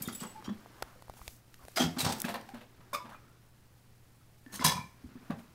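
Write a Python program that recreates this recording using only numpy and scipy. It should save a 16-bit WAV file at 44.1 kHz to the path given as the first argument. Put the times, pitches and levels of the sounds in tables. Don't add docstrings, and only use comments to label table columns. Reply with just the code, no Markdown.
import sys
import numpy as np
from scipy import signal
from scipy.fft import rfft, irfft
from scipy.io import wavfile

SR = 44100
rng = np.random.default_rng(int(sys.argv[2]) if len(sys.argv) > 2 else 0)


def dump_mix(stems):
    frames = np.atleast_2d(stems).T
    limited = np.clip(frames, -1, 1)
    pcm = np.round(limited * 32767).astype(np.int16)
    wavfile.write(sys.argv[1], SR, pcm)


def gain_from_db(level_db):
    decades = np.asarray(level_db, float) / 20
    return 10 ** decades


N = 244314
T = np.arange(N) / SR

# [t/s, peak level/dB, hardness/dB, rattle length/s]
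SMALL_PART_BLOWS = [(0.017, -46, 14, 0.018), (.075, -45, 13.5, 0.0026), (0.0827, -41, -6.5, 0.011),
                    (0.123, -49, 6, 0.008), (0.148, -51, 7, 0.013), (0.206, -44, -3, 0.017),
                    (0.228, -53, -18, 0.018), (0.442, -49, -5.5, 0.016), (0.46, -54, -8, 0.0042),
                    (0.4935, -54, -21.5, 0.004)]
TRUCK_BLOWS = [(1.758, -25, 6, 0.037), (1.772, -25.5, -12, 0.011), (1.798, -23.5, -4, 0.015),
               (1.818, -24.5, -2, 0.012), (1.835, -31, -3, 0.016)]
HEAP_BLOWS = [(1.9654, -41.5, -16.5, 0.012), (1.9833, -26.5, 3, 0.028), (2.0018, -28, 0.5, 0.014),
              (2.0445, -25, -5.5, 0.016), (2.0635, -33, -10, 0.018), (2.0874, -31.5, -3.5, 0.025),
              (2.122, -27, 0, 0.0052)]
CUP_BLOWS = [(2.9302, -31, 4, 0.018), (2.947, -33.5, -4.5, 0.0056)]
DROPPED_BLOWS = [(4.593, -29.5, -5, 0.047), (4.6177, -37.5, -16.5, 0.021), (4.6414, -12, 7.5, 0.012),
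                 (4.649, -17.5, 6.5, 0.012), (4.662, -19, 2, 0.012), (4.6734, -21, 2.5, 0.031),
                 (4.7194, -25.5, -5, 0.0044), (4.7637, -38.5, -14, 0.015)]
LATE_BLOWS = [(2.2443, -32.5, -1.5, 0.016), (2.2807, -36.5, -11, 0.0098), (2.2935, -37.5, 2.5, 0.017),
              (2.3433, -34, -7.5, 0.012), (2.3544, -57, 11, 0.009), (2.488, -46, 0.5, 0.0048),
              (2.5405, -45.5, -5.5, 0.015), (2.5644, -55, -3, 0.025), (2.607, -50.5, -4, 0.018),
              (2.8046, -58, -11, 0.0077), (3.0475, -52, -7, 0.017), (3.0914, -51, 1, 0.011),
              (5.2993, -46, -12.5, 0.015), (5.3058, -52, -5, 0.016), (5.3844, -53, 3, 0.016)]
# [t/s, peak level/dB, hardness/dB, rattle length/s]
SLIDE_BLOWS = [(4.522, -42, 1, 0.014), (4.538, -40.5, 4, 0.013), (4.553, -43, 8, 0.0098),
               (4.572, -48, 2, .012)]
# [f/Hz, width/Hz, level/dB]
SMALL_PART_MODES = [(3280, 53, 15), (4720, 46, 4), (7000, 98, 6), (12400, 150, -9)]
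TRUCK_MODES = [(700, 130, 6), (1350, 290, 1), (3220, 190, -3), (4750, 64, -14), (6100, 84, -51),
               (7580, 80, -9.5)]
HEAP_MODES = [(800, 100, 2.5), (3270, 80, -11), (3650, 50, -0.5), (4540, 110, -4), (5430, 78, -22),
              (8400, 540, 5)]
CUP_MODES = [(2340, 170, 5), (3595, 44, 0), (3900, 62, -12), (5100, 370, -1)]
DROPPED_MODES = [(1010, 76, 6), (1736, 19, -6), (2082, 42, -7), (2770, 77, -17), (3370, 75, -7),
                 (3920, 38, -10), (4500, 44, -17), (4980, 59, -10.5), (5120, 60, -14), (5470, 48, -15),
                 (6300, 100, -23), (7900, 250, -10), (8800, 130, -10), (10900, 120, -16)]
LATE_MODES = [(620, 62, -0.5), (1000, 450, -5), (1660, 230, -4), (2630, 250, -12.5)]
SLIDE_MODES = [(1074, 67, 1), (1780, 70, -1.5), (3060, 60, -4), (4030, 44, -2), (4350, 90, -8),
               (4900, 60, -11), (5540, 55, -6), (6180, 50, -4), (6420, 81, -1), (8720, 120, -9),
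               (9250, 150, -6)]
# [t/s, peak level/dB, f/Hz, t60/s]
SMALL_PART_RINGS = [(.075, -48, 12900, 0.015), (.085, -36.5, 1350, 0.033), (.082, -43, 1990, 0.04),
                    (.128, -43.5, 10080, 0.13), (.148, -42, 7710, 0.079), (.15, -41.5, 7850, 0.14),
                    (.148, -43, 15000, .07), (.204, -42, 8000, 0.1), (.204, -45, 7650, .06),
                    (.225, -48, 8050, .12), (.203, -48, 15000, .05), (.235, -41.5, 11300, 0.012),
                    (.264, -46, 7850, 0.12), (.3, -52, 7950, .1), (.16, -50, 10050, .08),
                    (.445, -52.5, 3140, 0.23), (.447, -53, 5570, 0.092), (.49, -45, 1740, 0.017),
                    (.021, -40, 12400, 0.066), (.022, -41, 8100, .03), (.028, -55, 2300, 0.11),
                    (.061, -50, 9300, .04), (.058, -47, 3270, .05), (.205, -49, 4700, .05),
                    (.212, -53, 3270, .03), (.445, -52, 3900, .05), (.457, -52, 5580, .03),
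                    (.488, -49.5, 3370, .04), (.49, -45, 1150, .04), (.955, -55.5, 517, 0.067)]
# [t/s, peak level/dB, f/Hz, t60/s]
SHELL_RINGS = [(1.765, -33, 4930, 0.098), (1.772, -27.5, 2130, 0.026), (1.798, -28, 3230, 0.13),
               (2.005, -27.5, 3900, 0.062), (2.487, -41.5, 780, 0.04), (2.93, -31.5, 1050, 0.065),
               (2.946, -28.5, 1179, 0.16), (2.931, -40.5, 580, 0.14), (2.94, -45.5, 1720, 0.057),
               (2.931, -41.5, 1416, 0.075), (2.99, -43, 1000, 0.17), (2.95, -47, 2552, 0.11),
               (2.97, -51, 2250, .1), (1.76, -35, 5010, .04), (1.985, -35.5, 4100, .06),
               (2.064, -30, 800, 0.055), (2.125, -45, 830, .09), (2.29, -36, 690, 0.083),
               (4.605, -39, 2070, .06), (4.598, -48, 5300, .15), (4.618, -35, 1040, 0.23),
               (4.65, -40, 1766, .3), (4.65, -39, 2300, 0.42), (4.65, -40, 4404, 0.23),
               (4.65, -36, 4899, .24), (4.65, -34, 5066, .23), (4.65, -40, 5297, 0.27),
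               (4.65, -37, 6099, .26), (4.66, -45.5, 515, 0.42), (4.462, -52, 1770, .08),
               (5.312, -42, 700, .08), (4.5, -54, 1770, .1), (4.594, -38, 2100, .012),
               (4.655, -44, 5800, .15), (4.645, -36, 720, .12), (2.244, -38, 2600, .03),
               (2.345, -36, 1050, .06), (2.345, -40, 1800, .05), (2.06, -42, 3650, .06),
               (2.047, -36, 5410, .05), (1.772, -39, 1300, .03), (1.79, -38, 6100, .15),
               (1.8, -39, 735, .04), (2.945, -46, 5416, .03), (4.646, -28.5, 1012, 0.31),
               (4.647, -28, 3925, 0.15), (4.646, -33, 5900, 0.24), (4.65, -32.5, 6330, 0.24),
               (4.66, -32, 3370, 0.18), (4.715, -38.5, 1038, 0.34)]
# [t/s, peak level/dB, f/Hz, t60/s]
RUBBED_RINGS = [(.05, -48, 3650, 0.1), (.125, -53, 3650, 0.096), (.17, -57.5, 2830, 0.5),
                (.24, -56, 880, 0.25), (3.05, -52, 940, 0.083), (3.12, -53, 1590, 0.053),
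                (3.15, -59, 2430, 0.054), (3.14, -49, 1274, 0.064), (3.2, -66, 1270, 0.2),
                (3.26, -67, 1360, .25), (3.11, -54, 1050, .06), (4.21, -64, 1320, 0.025),
                (4.72, -46, 2350, 0.2), (4.78, -50, 2360, .2), (1.59, -61, 1140, .08),
                (1.62, -60, 1050, .06), (3.09, -57, 833, .1), (4.56, -52, 1076, .1)]
# [t/s, peak
# level/dB, f/Hz, t60/s]
BIN_WALL_THUMPS = [(0.009, -36, 164, 0.025), (0.076, -28, 213, 0.028), (0.121, -47, 207, 0.089),
                   (0.217, -32.5, 220, 0.031), (0.251, -42, 183, 0.065), (0.476, -32.5, 204.3, 0.14),
                   (1.767, -38, 307, 0.045), (1.793, -27, 345, 0.05), (1.8, -23, 258, 0.12),
                   (1.838, -25.5, 166, 0.16), (1.966, -32.5, 252, 0.13), (2.028, -32, 145, 0.17),
                   (2.059, -23.5, 139, 0.055), (2.089, -32, 224, 0.099), (2.129, -44, 203, 0.039),
                   (2.241, -27, 213, 0.045), (2.288, -32.5, 209, 0.053), (2.338, -42, 213, 0.11),
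                   (2.535, -40.5, 237, 0.14), (2.793, -51.5, 170, 0.069), (2.932, -48, 258, 0.064),
                   (3.043, -47, 228, 0.1),
                   (4.462, -44.5, 272, 0.071), (4.53, -44.5, 198, 0.15), (4.596, -33, 267, 0.053),
               (4.645, -24.5, 154, 0.12), (4.669, -28, 149, 0.18), (4.754, -33, 155, 0.07),
               (4.789, -32, 153, 0.022), (5.04, -41, 250, 0.066), (5.072, -53, 151, 0.083),
               (5.152, -40, 266, 0.058), (5.314, -34, 178.5, 0.047), (5.33, -36.5, 147, 0.068),
               (5.368, -44.5, 226.7, 0.16)]
# [t/s, level/dB, sharpness/dB, length/s]
SHARP_SNAPS = [
    (2.1986, -43, 5, 0.0039),
    (2.2018, -34, 8, 0.0012),
    (2.218, -29, 8, 0.0012),
]
# [t/s, level/dB, sharpness/dB, length/s]
EDGE_CLICKS = [(0.022, -40, 8, .0015), (0.083, -53, 4, .001), (0.133, -48, 4, .001), (.151, -45, 6, .0012),
               (0.203, -43, 4, .001), (0.218, -46, 2, .001), (.2349, -49, 8, 0.00092),
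               (0.443, -53, -2, .001), (1.366, -62, 8, .001), (1.651, -57, 7, .001), (1.718, -58, 7, .001),
               (1.7628, -36, 2, .001), (1.768, -35, 4, .001), (1.774, -36, 4, .001), (1.796, -37, 2, .001),
               (1.818, -35, 3, .001), (1.835, -39, 0, .001), (1.984, -39.5, 2, .001), (1.988, -38, 4, .001),
               (2.005, -29, 6, .0015), (2.0467, -37, 3, .001), (2.056, -36, 5, .001), (2.066, -36, 3, .001),
               (2.122, -38, 6, .001), (2.137, -41, 5, .001), (2.1848, -46, 3, .0015),
               (2.252, -46, 10, .001), (2.291, -38, 6, .001), (2.342, -44.5, 9, 0.0012),
               (2.502, -58, 5, .001), (2.546, -54.5, 2, .001), (4.648, -25, 2, .001), (4.652, -26, 3, .001),
               (4.667, -27, 3, .001), (4.68, -31, 2, .001)]
# [middle t/s, level/dB, crispness/dB, half length/s]
SCRAPES = [(0.844, -66, -6, 0.091), (1.177, -63.5, 2.5, 0.011), (1.308, -74.5, 13, 0.057),
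           (1.63, -75, -14, 0.022), (3.134, -62, -8, 0.024), (4.55, -57, 2, 0.021), (5.26, -75, -5, 0.049),
           (5.38, -71.5, -4, 0.097)]
# [t/s, click level/dB, shell thud level/dB, thud f/Hz]
FINGER_TICKS = [(.425, -59, -40.5, 1120), (0.462, -61, -40, 1240), (0.477, -64, -35, 1100),
                (.66, -70, -39.5, 744), (.811, -66, -46, 800), (0.824, -31, -25, 770),
                (0.8265, -53, -26.5, 1420), (1.023, -50, -41, 910), (1.082, -63, -42.5, 920),
                (1.0974, -47, -33, 800), (1.138, -57, -43.5, 700), (1.169, -61, -47, 800),
                (1.193, -60, -44, 840), (1.216, -63, -38.5, 1110), (1.279, -34.5, -40.5, 620),
                (1.542, -46, -47, 1830), (1.651, -51, -44, 500), (1.683, -47, -38.5, 700),
                (2.2432, -46, -27, 1650), (2.25, -40, -31, 1630), (2.283, -44, -38, 1310),
                (2.341, -43, -28, 1000), (2.412, -46.5, -51, 1000), (4.463, -58, -45, 1730),
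                (4.594, -52, -34, 1400), (5.307, -46.5, -29.5, 594)]
# [middle t/s, level/dB, f/Hz, half length/s]
HELD_TONES = [(.024, -26, 12400, 0.00064), (0.364, -41, 860, 0.0054), (0.382, -44.5, 867, 0.018),
              (.515, -32.5, 207, 0.012), (0.837, -47.5, 49.5, 0.011), (1.098, -42.5, 50, 0.0049),
              (1.218, -44.5, 47, 0.0056), (1.284, -43.5, 50.6, 0.0066), (1.645, -47, 61, 0.0074),
              (2.065, -48, 94, 0.046), (4.691, -49, 88.4, 0.084), (5.057, -43, 76.5, 0.0091),
              (5.3053, -24, 224, 0.0032)]
# [t/s, movement level/dB, crispness/dB]
RUSTLE = [(0, -52, -12.5), (.2, -63, 6), (.4, -57, -14), (1.08, -67, -5), (1.27, -65, 4), (1.42, -72, -4.5),
          (1.7, -68, 3), (1.95, -56, -11), (2.2, -53, -2.5), (2.4, -56.5, -12.5), (2.68, -67.5, -9),
          (3.1, -60, -15), (3.42, -72, -4.5), (4.399, -74, -0.5), (4.62, -55, -17), (4.9, -68, -6),
          (5.2, -60.5, -14.5), (5.54, -67, -7.5)]
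# [f/Hz, level per Hz/dB]
HISS_COLOUR = [(15, 5.5), (35, -5.5), (80, 1), (200, -7), (500, -16.5), (2500, -27), (11000, -36),
               (16500, -34)]
# [f/Hz, rms level/dB]
STEADY_TONES = [
    (118.4, -64),
    (11230, -87),
    (15272, -92),
]
# [f/Hz, t60/s, tail level/dB]
ROOM_TAIL = [(158, 0.54, -23), (500, 0.29, -11.5), (1390, 0.33, -14.5), (3620, 0.33, -9.5),
             (11100, 0.41, -11.5)]


def band(x, lo_hz, hi_hz):
    hi_hz = np.clip(hi_hz, 1.2 * lo_hz, 0.45 * SR)
    return signal.sosfilt(signal.butter(3, [lo_hz, hi_hz], "band", fs=SR, output="sos"), x)


def unit(x):
    return x / np.sqrt(np.mean(x ** 2))


def noise(lo_hz, hi_hz):
    return unit(band(rng.standard_normal(N), lo_hz, hi_hz))


def resonate(x, hz, width_hz):
    b, a = signal.iirpeak(hz, hz / max(width_hz, 5), SR)
    return signal.lfilter(b, a, x)


def burst(s, rise_s, fall_s):
    shape = np.zeros(N)
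    start = int(s * SR)
    u = T[start:start + int(12 * fall_s * SR) + 64] - s
    swell = (1 - np.exp(-u / max(rise_s, 1e-4))).clip(0)
    part = swell * np.exp(-u / max(fall_s, 2e-4))
    shape[start:start + len(u)] = part / part.max()
    return shape


def bell(s, half_s):
    shape = np.zeros(N)
    near = slice(max(int((s - 6 * half_s) * SR), 0), int((s + 6 * half_s) * SR))
    shape[near] = np.exp(-np.abs((T[near] - s) / half_s) ** 2.4 / 2)
    return shape


def blows(events, registers, rise):
    out = 0
    for lo_hz, hi_hz, db, tilt in registers:
        force = np.zeros(N)
        for s, peak_db, hard_db, length_s in events:
            force += gain_from_db(peak_db + db + tilt * hard_db) * burst(s, rise * length_s, length_s)
        out = out + force * noise(lo_hz, hi_hz)
    return out


def damped_modes(events, rise_s, wobble, flutter_db):
    drift = np.cumsum(wobble * noise(15, 60)) / SR
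    rocking = gain_from_db(flutter_db * noise(20, 110))
    starts = rng.random(len(events))
    out = np.zeros(N)
    for (s, db, hz, t60), start in zip(events, starts):
        shape = burst(s, rise_s, t60 / np.log(1000))
        on = np.flatnonzero(shape)
        own_drift = drift[on + int(start * (N - len(on) - 1)) - on[0]]
        turns = hz * (T[on] - s + own_drift - own_drift[0])
        rocked = shape[on] * rocking[(on + int(start * N)) % N]
        same_energy = np.sqrt(np.sum(shape[on] ** 2) / np.sum(rocked ** 2))
        out[on] += gain_from_db(db) * rocked * same_energy * np.sin(2 * np.pi * turns)
    return out


def toy(events, modes, ring_db, crack_db, flank_db, rise, bright_hz, chatter_db=2.0):
    registers = [(1500, bright_hz, 0, 0), (400, 1500, flank_db, -1), (bright_hz, 14600, flank_db, 1)]
    contact = blows(events, registers, rise)
    contact = contact * unit(gain_from_db(chatter_db * noise(60, 350)))
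    top_db = max(db for _, _, db in modes)
    rocking_db = 3 * noise(15, 70)
    starts = rng.integers(N, size=len(modes))
    shell = 0
    for (hz, width_hz, db), start in zip(modes, starts):
        level = gain_from_db(db - top_db + np.roll(rocking_db, start))
        shell = shell + level * resonate(contact, hz, width_hz) * np.sqrt(hz / max(width_hz, 5))
    return gain_from_db(crack_db) * contact + gain_from_db(ring_db) * shell


def toys():
    small_parts = toy(SMALL_PART_BLOWS, SMALL_PART_MODES, ring_db=-14.5, crack_db=-7.5, flank_db=-3,
                      rise=0.34, bright_hz=6840, chatter_db=0)
    truck = toy(TRUCK_BLOWS, TRUCK_MODES, ring_db=-13.5, crack_db=-14.5, flank_db=-8, rise=0.26, bright_hz=6600)
    heap = toy(HEAP_BLOWS, HEAP_MODES, ring_db=-21, crack_db=-12, flank_db=-5, rise=0.35, bright_hz=6450)
    cup = toy(CUP_BLOWS, CUP_MODES, ring_db=-17, crack_db=-17, flank_db=-1, rise=0.34, bright_hz=6800)
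    dropped = toy(DROPPED_BLOWS, DROPPED_MODES, ring_db=-17, crack_db=-19.5, flank_db=-4.5,
                  rise=0.23, bright_hz=6200)
    late = toy(LATE_BLOWS, LATE_MODES, ring_db=-16, crack_db=-11.5, flank_db=-3, rise=0.37, bright_hz=4230)
    slide = toy(SLIDE_BLOWS, SLIDE_MODES, ring_db=-19, crack_db=-13.5, flank_db=-1, rise=0.55, bright_hz=7000)
    return small_parts + truck + heap + cup + dropped + late + slide


def rings():
    struck = damped_modes(SMALL_PART_RINGS + SHELL_RINGS, rise_s=0.0011, wobble=0.007, flutter_db=3.5)
    rubbed = damped_modes(RUBBED_RINGS, rise_s=0.031, wobble=0.016, flutter_db=4.5)
    return struck + rubbed


def bin_wall():
    thumps = damped_modes(BIN_WALL_THUMPS, rise_s=0.0039, wobble=0.06, flutter_db=4.5)
    return band(thumps, 71, 3000)


def snaps():
    events = SHARP_SNAPS + EDGE_CLICKS
    s, db, sharp_db, _ = np.transpose(events)
    registers = [(1500, 3700, -7, -0.5), (3760, 9100, -1, 0.17), (9000, 16500, -5.5, 0.87)]
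    first_click_db = 6.5
    first = 0
    for lo_hz, hi_hz, share_db, tilt in registers:
        level = gain_from_db(db + share_db + tilt * sharp_db + first_click_db)
        hits = np.zeros(N)
        hits[(s * SR).astype(int) + 8] = level * np.sqrt(SR / (hi_hz - lo_hz))
        first = first + band(hits, lo_hz, hi_hz)
    return first + gain_from_db(-2.5) * blows(events, registers, rise=0.15)


def scrapes():
    grain = gain_from_db(1.3 * noise(24, 260))
    top = noise(5000, 16000)
    top = unit(top + 0.72 * resonate(top, 6400, 700) + 0.2 * resonate(top, 11200, 1500))
    # (voice, level dB, tilt with crispness)
    voices = [(noise(1560, 3560), -4, 0), (noise(560, 1540), 0, -1), (top, 0, 1)]
    out = 0
    for voice, voice_db, tilt in voices:
        stroke = sum(gain_from_db(db + voice_db + tilt * crisp_db) * bell(s, half_s)
                     for s, db, crisp_db, half_s in SCRAPES)
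        out = out + stroke * voice
    return grain * out


def finger_ticks():
    tick_s = 0.0015
    thuds = [(s, db, hz, 4.9 * tick_s) for s, _, db, hz in FINGER_TICKS]
    clicks = [(s, db, shell_db - db, tick_s) for s, db, shell_db, _ in FINGER_TICKS]
    shell = damped_modes(thuds, rise_s=0.0002, wobble=0.005, flutter_db=3)
    registers = [(1600, 5500, -2, 0), (5600, 14200, -4.5, 0), (353, 1500, -10, 0.87)]
    return blows(clicks, registers, rise=0.091) - shell


def held_tones():
    return sum(gain_from_db(db) * bell(s, half_s) * np.sin(2 * np.pi * hz * (T - s)) for s, db, hz, half_s in HELD_TONES)


def rustle():
    s, level_db, crisp_db = np.transpose(RUSTLE)
    # (low Hz, high Hz, level dB, tilt with crispness)
    registers = [(298, 1970, -1.2, 0.14), (1900, 6000, -1.7, 0.63), (6400, 15600, 0.49, 1), (123, 370, -2.1, 0.08)]
    out = 0
    for lo_hz, hi_hz, db, tilt in registers:
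        movement_db = np.interp(T, s, level_db + db + tilt * crisp_db)
        flicker_db = 1.3 * noise(2.1, 70)
        out = out + gain_from_db(movement_db + flicker_db) * noise(lo_hz, hi_hz)
    return out


def noise_floor():
    hz = np.fft.rfftfreq(N, 1 / SR)
    colour_hz, colour_db = np.transpose(HISS_COLOUR)
    colour = gain_from_db(np.interp(np.log(hz + 1), np.log(colour_hz), colour_db))
    hiss = gain_from_db(-62) * unit(irfft(rfft(rng.standard_normal(N)) * colour, N))
    sway_db = 0.5 * noise(0.75, 23)
    tones = sum(np.sqrt(2) * gain_from_db(db + sway_db) * np.sin(2 * np.pi * f * T) for f, db in STEADY_TONES)
    return hiss + tones


def room(x):
    u = T[:SR // 2]
    build_up = np.clip(u / 0.0052 - 1, 0, 1)
    tail = 0
    for hz, t60, db in ROOM_TAIL:
        fading = noise(hz / 2.28, hz * 1.9)[:len(u)] * np.exp(-u * np.log(1000) / t60) * build_up
        tail = tail + gain_from_db(db) * fading / np.sqrt(np.sum(fading ** 2) * 4)
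    return x + signal.fftconvolve(x, tail)[:N]


def scene():
    across_room = room(toys() + rings() + bin_wall())
    close_by = snaps() + scrapes() + finger_ticks() + held_tones() + rustle()
    return (across_room + close_by + noise_floor())[None]


def band_limit(x):
    return signal.sosfilt(signal.butter(12, 16990, fs=SR, output="sos"), x)


def record(dry):
    top_cut = signal.ellip(10, 0.5, 55, 15750, fs=SR, output="sos")
    mix = signal.sosfilt(top_cut, dry)
    return band_limit(mix)


dry = scene()
out = record(dry)
dump_mix(out)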